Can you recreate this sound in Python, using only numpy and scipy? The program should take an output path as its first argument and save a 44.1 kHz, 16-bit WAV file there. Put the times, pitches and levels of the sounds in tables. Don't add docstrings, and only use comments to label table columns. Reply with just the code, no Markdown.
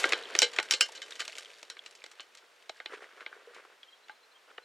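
import sys
import numpy as np
from scipy import signal
from scipy.fft import rfft, irfft, next_fast_len
from scipy.io import wavfile
from scipy.ndimage import map_coordinates

SR = 44100
rng = np.random.default_rng(int(sys.argv[2]) if len(sys.argv) > 2 else 0)


def bounce(signal):
    frames = np.transpose(np.atleast_2d(signal))
    limited = np.clip(frames, -1, 1)
    pcm = np.round(limited * 32767).astype(np.int16)
    wavfile.write(sys.argv[1], SR, pcm)


N = 204934


def amp(db):
    return 10 ** (np.asarray(db) / 20)


def unit(x):
    return x / np.sqrt(np.mean(x ** 2) + 1e-20)


def fade(t, t60):
    return np.exp(-np.log(1000) * t / t60)


def dying(t, start_db, db_per_s):
    return amp(start_db - db_per_s * t) ** 2


def add(track, s, sound):
    room = track[max(round(s * SR), 0):][:len(sound)]
    room += sound[:len(room)]


def curve(points, m):
    hz, db = np.transpose(points)
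    return np.interp(np.log(np.fft.rfftfreq(m, 1 / SR) + 1), np.log(hz), db)


def coloured(x, points):
    m = next_fast_len(N + SR // 4)
    return unit(irfft(rfft(x, m) * amp(curve(points, m)), m)[:N])


def noise():
    return rng.standard_normal(N)


def wobble(rate):
    knots = rng.standard_normal(int(N * rate / SR) + 4)
    return map_coordinates(knots, [np.arange(N) * rate / SR])


def grains(count, pitch_hz, spread, cycles, scatter_db):
    when, size = rng.random((2, count))
    hz = pitch_hz * np.exp(spread * rng.standard_normal((count, 1)))
    hz = np.clip(hz, 200, 15000)
    k = np.arange(SR // 50)
    strength = amp(scatter_db * np.minimum(-np.log(1 - size), np.pi))
    contact = np.sin(2 * np.pi * hz * k / SR) * fade(k / SR, cycles / hz)
    scatter = .4 * rng.standard_normal(contact.shape) * fade(k / SR, .02)
    rings = strength[:, None] * (contact + scatter)
    places = (when * N).astype(int)[:, None] + k
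    return unit(np.bincount(places.ravel(), rings.ravel(), N)[:N])


# (f/Hz, relative level/dB)
AIR_COLOUR = [(25, -34), (140, -30), (220, -23), (450, -5), (800, -7.5), (1500, -5.5), (3500, -10.5),
              (7000, -20), (14000, -31), (16000, -38.5)]


def air(level_db=-63.5):
    return amp(level_db + 0.25 * wobble(15.0)) * coloured(noise(), AIR_COLOUR)


# (f/Hz, relative level/dB)
ECHO_COLOUR = [(60, -39), (160, -29), (300, -11.5), (450, 2.5), (800, -8), (1500, -5.5), (4000, -11),
               (12000, -55.5)]


def blast_echo():
    t = np.arange(N) / SR
    near = dying(t, start_db=-41, db_per_s=43.5)
    far = dying(t, start_db=-44, db_per_s=12.2)
    echo_db = 10 * np.log10(near + far)
    return amp(echo_db + 1.97 * wobble(30)) * coloured(noise(), ECHO_COLOUR)


def grit_level(t):
    shower_hold_s = 1.363
    shower = dying(np.maximum(t - shower_hold_s, 0), start_db=-52, db_per_s=25.5)
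    trickle = dying(t, start_db=-56.5, db_per_s=4.8)
    return 10 * np.log10(shower + trickle)


# (f/Hz, relative level/dB)
GRIT_COLOUR = [(250, -42), (620, -2.5), (950, -14), (1600, -2), (4000, -3.5), (7500, -8), (11000, -17.5),
               (16000, -43)]


def grit(dust_db=-5.5, chips_db=-4, patter_db=-1):
    t = np.arange(N) / SR
    flurries = amp(2.5 * wobble(45))
    spray = np.sqrt(dying(t, start_db=-35.5, db_per_s=170)) * coloured(flurries * noise(), GRIT_COLOUR)
    ticks = grains(count=1600, pitch_hz=3600, spread=.5, cycles=15, scatter_db=5)
    chips = grains(count=130, pitch_hz=5000, spread=.4, cycles=5, scatter_db=3)
    patter = amp(patter_db) * flurries * ticks + amp(chips_db) * chips + amp(dust_db) * noise()
    level = amp(grit_level(t) + 1.6 * wobble(35.25))
    return spray + level * coloured(patter, GRIT_COLOUR)


# (low f/Hz, high f/Hz, tail length as a multiple of the common one)
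REGISTERS = [(32.4, 194.6, 0.61), (309.3, 900, 1.07), (1116, 2246, 0.98), (2235, 4200, 0.94),
             (4430, 7800, 0.88), (8250, 10800, 0.49), (11300, 14800, .45)]


def crack_colour(db, pitch_hz, octaves, on_panel_db):
    skirt_db = 21.5
    thud_db, thud_loss = -17.5, 1.35
    fizz_db = -9
    centres = np.array([np.sqrt(low * high) for low, high, _ in REGISTERS[2:-1]])
    widths_away = np.log2(centres / pitch_hz) / octaves
    knock, clack, tick, fizz = db - skirt_db * (np.hypot(1, widths_away) - 1)
    return [db + thud_db - thud_loss * on_panel_db, knock, clack, tick, fizz + fizz_db]


# (f/Hz, level/dB before each blow's strength and chance)
PANEL_MODES = [(452, -45.5), (520, -44), (865, -37.5), (1200, -46.5), (1475, -43), (1595, -38.5),
               (1938, -59.5), (2110, -44.5), (2320, -51), (2864, -49), (2993, -45), (3054, -40),
               (3241, -44), (3499, -62), (3795, -47), (3975, -48.5), (4031, -46), (4272, -48.5),
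               (4545, -55), (4829, -48), (5300, -46.5), (5605, -46.5), (6428, -62), (7181, -75),
               (7773, -58)]
# (t/s, level/dB at the pitch, pitch f/Hz, width of the crack's colour/octaves,
# panel level/dB before the common panel level: high = on the panel, low = on the ground)
LANDINGS = [(0.033, -41, 2400, 1.9, 7), (0.0408, -19.5, 1510, 1, -4), (0.0549, -42.5, 2000, 3.6, -19.5),
            (.091, -40.5, 4300, 3.7, -4), (.122, -26.5, 1780, 1.77, -3), (.1322, -23, 2270, 0.95, -4),
            (0.3508, -28.5, 1970, 1.47, -9), (0.3623, -45.5, 2830, 2.5, 3), (0.389, -28, 5100, 1.56, 2.5),
            (0.4186, -21.5, 3960, 1.25, -5.5), (.423, -34, 3200, 1.1, 18), (.534, -46.5, 2950, 1.8, 2),
            (0.562, -41, 2400, 1.8, 1), (.586, -22.5, 1940, 1.06, -6), (0.5983, -33, 1400, 1.94, -10.5),
            (.6277, -45, 4660, 3.5, -6.5), (0.7093, -24, 4260, 1.6, 3), (0.7229, -30.5, 3600, 1.5, 0.5),
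            (0.7364, -25, 3800, 0.89, 0.5), (0.8086, -21.5, 4460, 1.8, 2.5), (0.92, -53, 7000, 1.6, -7),
            (0.9502, -56, 3600, 1.45, 16.5), (1.018, -42, 3020, 1.35, 5), (1.107, -48, 3780, 1.7, 1),
            (1.1547, -49, 4070, 0.9, 1), (1.1937, -46.5, 2470, 2.6, 11), (1.2027, -34, 3300, 1.17, -1),
            (1.2784, -40, 3650, 1.3, -4), (1.353, -47, 3500, 0.95, -2.5), (1.3829, -43.5, 4100, 2.2, -0.5),
            (1.6287, -47, 3800, 1.24, -8.5), (1.6998, -43, 3320, 1.85, 0), (1.768, -48.5, 2080, 0.78, -1),
            (1.861, -45.5, 3300, 1.1, -2.5), (1.9513, -55, 4470, 1.1, 1.5),
            (2.0399, -45.5, 2860, 1.32, -8.5), (2.0619, -52.5, 3000, 1.8, -6),
            (2.1139, -56.5, 3890, 3.7, -2), (2.1965, -40, 2370, 0.56, 0), (2.2047, -45.5, 3500, 0.88, -3),
            (2.3504, -56, 4880, 2.7, -6), (2.3726, -56.5, 4150, 1.3, 3.5),
            (2.6941, -39.5, 2900, 0.97, -9.5), (2.8013, -40.5, 1470, 1.02, -5),
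            (2.8587, -37, 2400, 0.69, -4), (3.206, -47.5, 1670, 1.05, 0.5),
            (3.2626, -36.5, 2230, 0.53, -2.5), (3.3275, -43, 1280, 0.66, -4), (3.546, -57, 1410, 3.5, 2.5),
            (3.8316, -56, 2520, 0.85, 3), (4.0832, -55.5, 2620, 1, -3), (4.0952, -47.5, 1370, 1.1, 2),
            (4.581, -42.5, 1600, 0.82, -10)]


def landings(crack_t60=0.018, rise=0.00022, wall_db=-13.5, wall_t60=0.023, panel_db=-2, panel_t60=0.12,
             rumble_db=-34, sizzle_db=-11, clarity=0.11):
    track, t = np.zeros(N), np.arange(SR // 5) / SR
    bands = []
    for *edges, life in REGISTERS:
        edges = np.clip(edges, 20, SR * .48)
        bands.append((signal.butter(4, edges, "bandpass", fs=SR, output="sos"), life))
    mode_hz, mode_db = np.transpose(PANEL_MODES)
    contact = t < .006
    onset = 1 - np.exp(-t / rise)
    build = 1 - np.exp(-t / 0.0037)
    rattling = amp(-35 + 3 * wobble(350))
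    hardest_db = max(row[1] for row in LANDINGS)
    for s, piece_db, pitch_hz, octaves, ring_db in LANDINGS:
        colour_db = crack_colour(piece_db, pitch_hz, octaves, ring_db)
        crack, scatter, rattle = rng.standard_normal((3, len(t)))
        chance_db = 5.0 * rng.standard_normal(len(mode_hz))
        strengths = amp(mode_db + clarity * (piece_db - hardest_db) + chance_db)
        phases = 2 * np.pi * rng.random((len(mode_hz), 1))
        modes = strengths @ np.sin(2 * np.pi * mode_hz[:, None] * t + phases)
        ring = modes + rattle * np.roll(rattling, -round(s * SR))[:len(t)]
        parts = np.array([crack * onset * fade(t, crack_t60), scatter, ring])
        levels = [colour_db[0] + rumble_db, *colour_db, colour_db[-1] + sizzle_db]
        for (band, life), db in zip(bands, levels):
            blow, wall, panel = signal.sosfilt(band, parts)
            blow = blow / np.linalg.norm(blow) * np.sqrt(contact.sum())
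            wall = amp(wall_db) * unit(wall) * fade(t, life * wall_t60)
            panel = amp(panel_db + ring_db) * unit(panel) * fade(t, life * panel_t60)
            add(track, s, amp(db) * (blow + build * (wall + panel)))
    return track


# (t/s, peak level/dB before decay, onset and bass cut, f/Hz, t60/s)
CLINKS = [(.106, -26, 2140, 0.0088), (0.235, -40.5, 4000, 0.059), (0.255, -33.5, 3160, 0.02),
          (0.3899, 5.5, 5600, 0.0022), (.426, -25, 486, .14), (0.8104, -18.5, 2845, 0.11),
          (0.891, -38, 900, 0.024), (0.978, -34.5, 4050, 0.017), (1.123, -32, 3680, 0.015),
          (1.4576, -38, 3150, 0.021), (1.7922, -31.5, 3320, 0.016), (2.02, -39.5, 2380, 0.012),
          (2.6965, -33, 642, 0.03), (2.8605, -25, 3740, 0.0069), (3.2642, -26, 2130, 0.012),
          (3.473, -44, 485, 0.14), (3.8315, -38, 3263, 0.024), (4.096, -39, 1597, 0.078),
          (4.096, -43.5, 853, 0.1), (4.5798, -36.5, 2920, 0.02)]


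def clinks():
    track, t = np.zeros(N), np.arange(SR // 5) / SR
    rocking = .55 * wobble(220)
    for s, db, hz, t60 in CLINKS:
        phase = 2 * np.pi * hz * t + np.roll(rocking, -round(s * SR))[:len(t)]
        onset = 1 - np.exp(-t / .0001)
        add(track, s, amp(db) * np.sin(phase) * fade(t, t60) * onset)
    bass_cut = signal.butter(4, 330, "highpass", fs=SR, output="sos")
    return signal.sosfilt(bass_cut, track)


# (f/Hz, relative level/dB)
GRAVEL_COLOUR = [(100, -57), (230, -21), (430, 0.5), (850, -10.5), (1500, 1), (3000, -8), (5000, -16.5),
                 (10000, -26), (15000, -60)]
# (middle t/s, half length t/s where power is down to 1/e, level/dB at the middle)
SCUFFS = [(2.438, 0.016, -61.5), (2.942, 0.03, -44.5), (3.038, 0.019, -47.5), (3.124, 0.076, -59.5),
          (3.2, 0.025, -51.5), (3.364, 0.14, -58.5), (3.567, 0.04, -52.5), (3.649, 0.019, -57.5),
          (3.717, 0.021, -61), (4.51, 0.022, -57.5)]


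def scuffs(rub_db=-3, catch_db=1):
    t = np.arange(N) / SR
    power = sum(amp(db) ** 2 * np.exp(-((t - s) / half) ** 2) for s, half, db in SCUFFS)
    stones = grains(count=3200, pitch_hz=2200, spread=.8, cycles=8, scatter_db=3)
    grinding = coloured(stones + amp(rub_db) * noise(), GRAVEL_COLOUR)
    return np.sqrt(power) * amp(catch_db * wobble(70)) * grinding


# (middle t/s, f/Hz before wavering, rms level/dB at the middle)
BIRD_NOTES = [(3.89, 3210, -57), (3.92, 4030, -66), (3.935, 3220, -56.5), (3.959, 4030, -70),
              (4.043, 4050, -64), (4.12, 4090, -66), (4.16, 4090, -69), (4.24, 4130, -65.5),
              (4.323, 4090, -68), (4.363, 3200, -59.5), (4.635, 4100, -65)]


def bird(waver=0.0082, half_s=0.0079):
    t = np.arange(N) / SR
    clock = np.cumsum(1 + waver * wobble(120)) / SR
    track = np.zeros(N)
    for s, hz, db in BIRD_NOTES:
        swell = np.exp(-.5 * ((t - s) / half_s) ** 2)
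        track += np.sqrt(2) * amp(db) * swell * np.sin(2 * np.pi * hz * clock)
    return track


# (f/Hz, level/dB)
STEREO_WIDTH = [(60, -10.5), (200, -15), (330, -27.5), (520, -30), (700, -17), (860, -4.5), (1100, -18.5),
                (2000, -18.5), (3800, -14), (7000, -13), (10000, -20), (15000, -24.5)]
# (f/Hz, relative level/dB)
AIR_SIDE_COLOUR = [(25, -23.5), (140, -25), (300, -9), (600, 0.5), (850, -1.5), (1500, -1.5), (3500, -7.5),
                   (6500, -20.5), (10000, -34.5), (16000, -51.5)]


def scene(side_db=0, air_side_db=-72):
    mid = air() + blast_echo() + grit() + landings() + clinks() + scuffs() + bird()
    m = next_fast_len(N + SR // 4)
    spectrum = rfft(mid, m)
    knots = rng.standard_normal(size=80)
    turn = np.tanh(3 * map_coordinates(knots, [np.linspace(0, 79, len(spectrum))]))
    width = amp(side_db + curve(STEREO_WIDTH, m))
    reflected = irfft(1j * width * turn * spectrum, m)[:N]
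    side = reflected + amp(air_side_db) * coloured(noise(), AIR_SIDE_COLOUR)
    return np.array([mid + side, mid - side])


def record(dry, top_hz=16200):
    m = next_fast_len(N + SR // 4)
    kept = np.fft.rfftfreq(m, 1 / SR) < top_hz
    return irfft(rfft(dry, m) * kept, m)[:, :N]


dry = scene()
out = record(dry)
bounce(out)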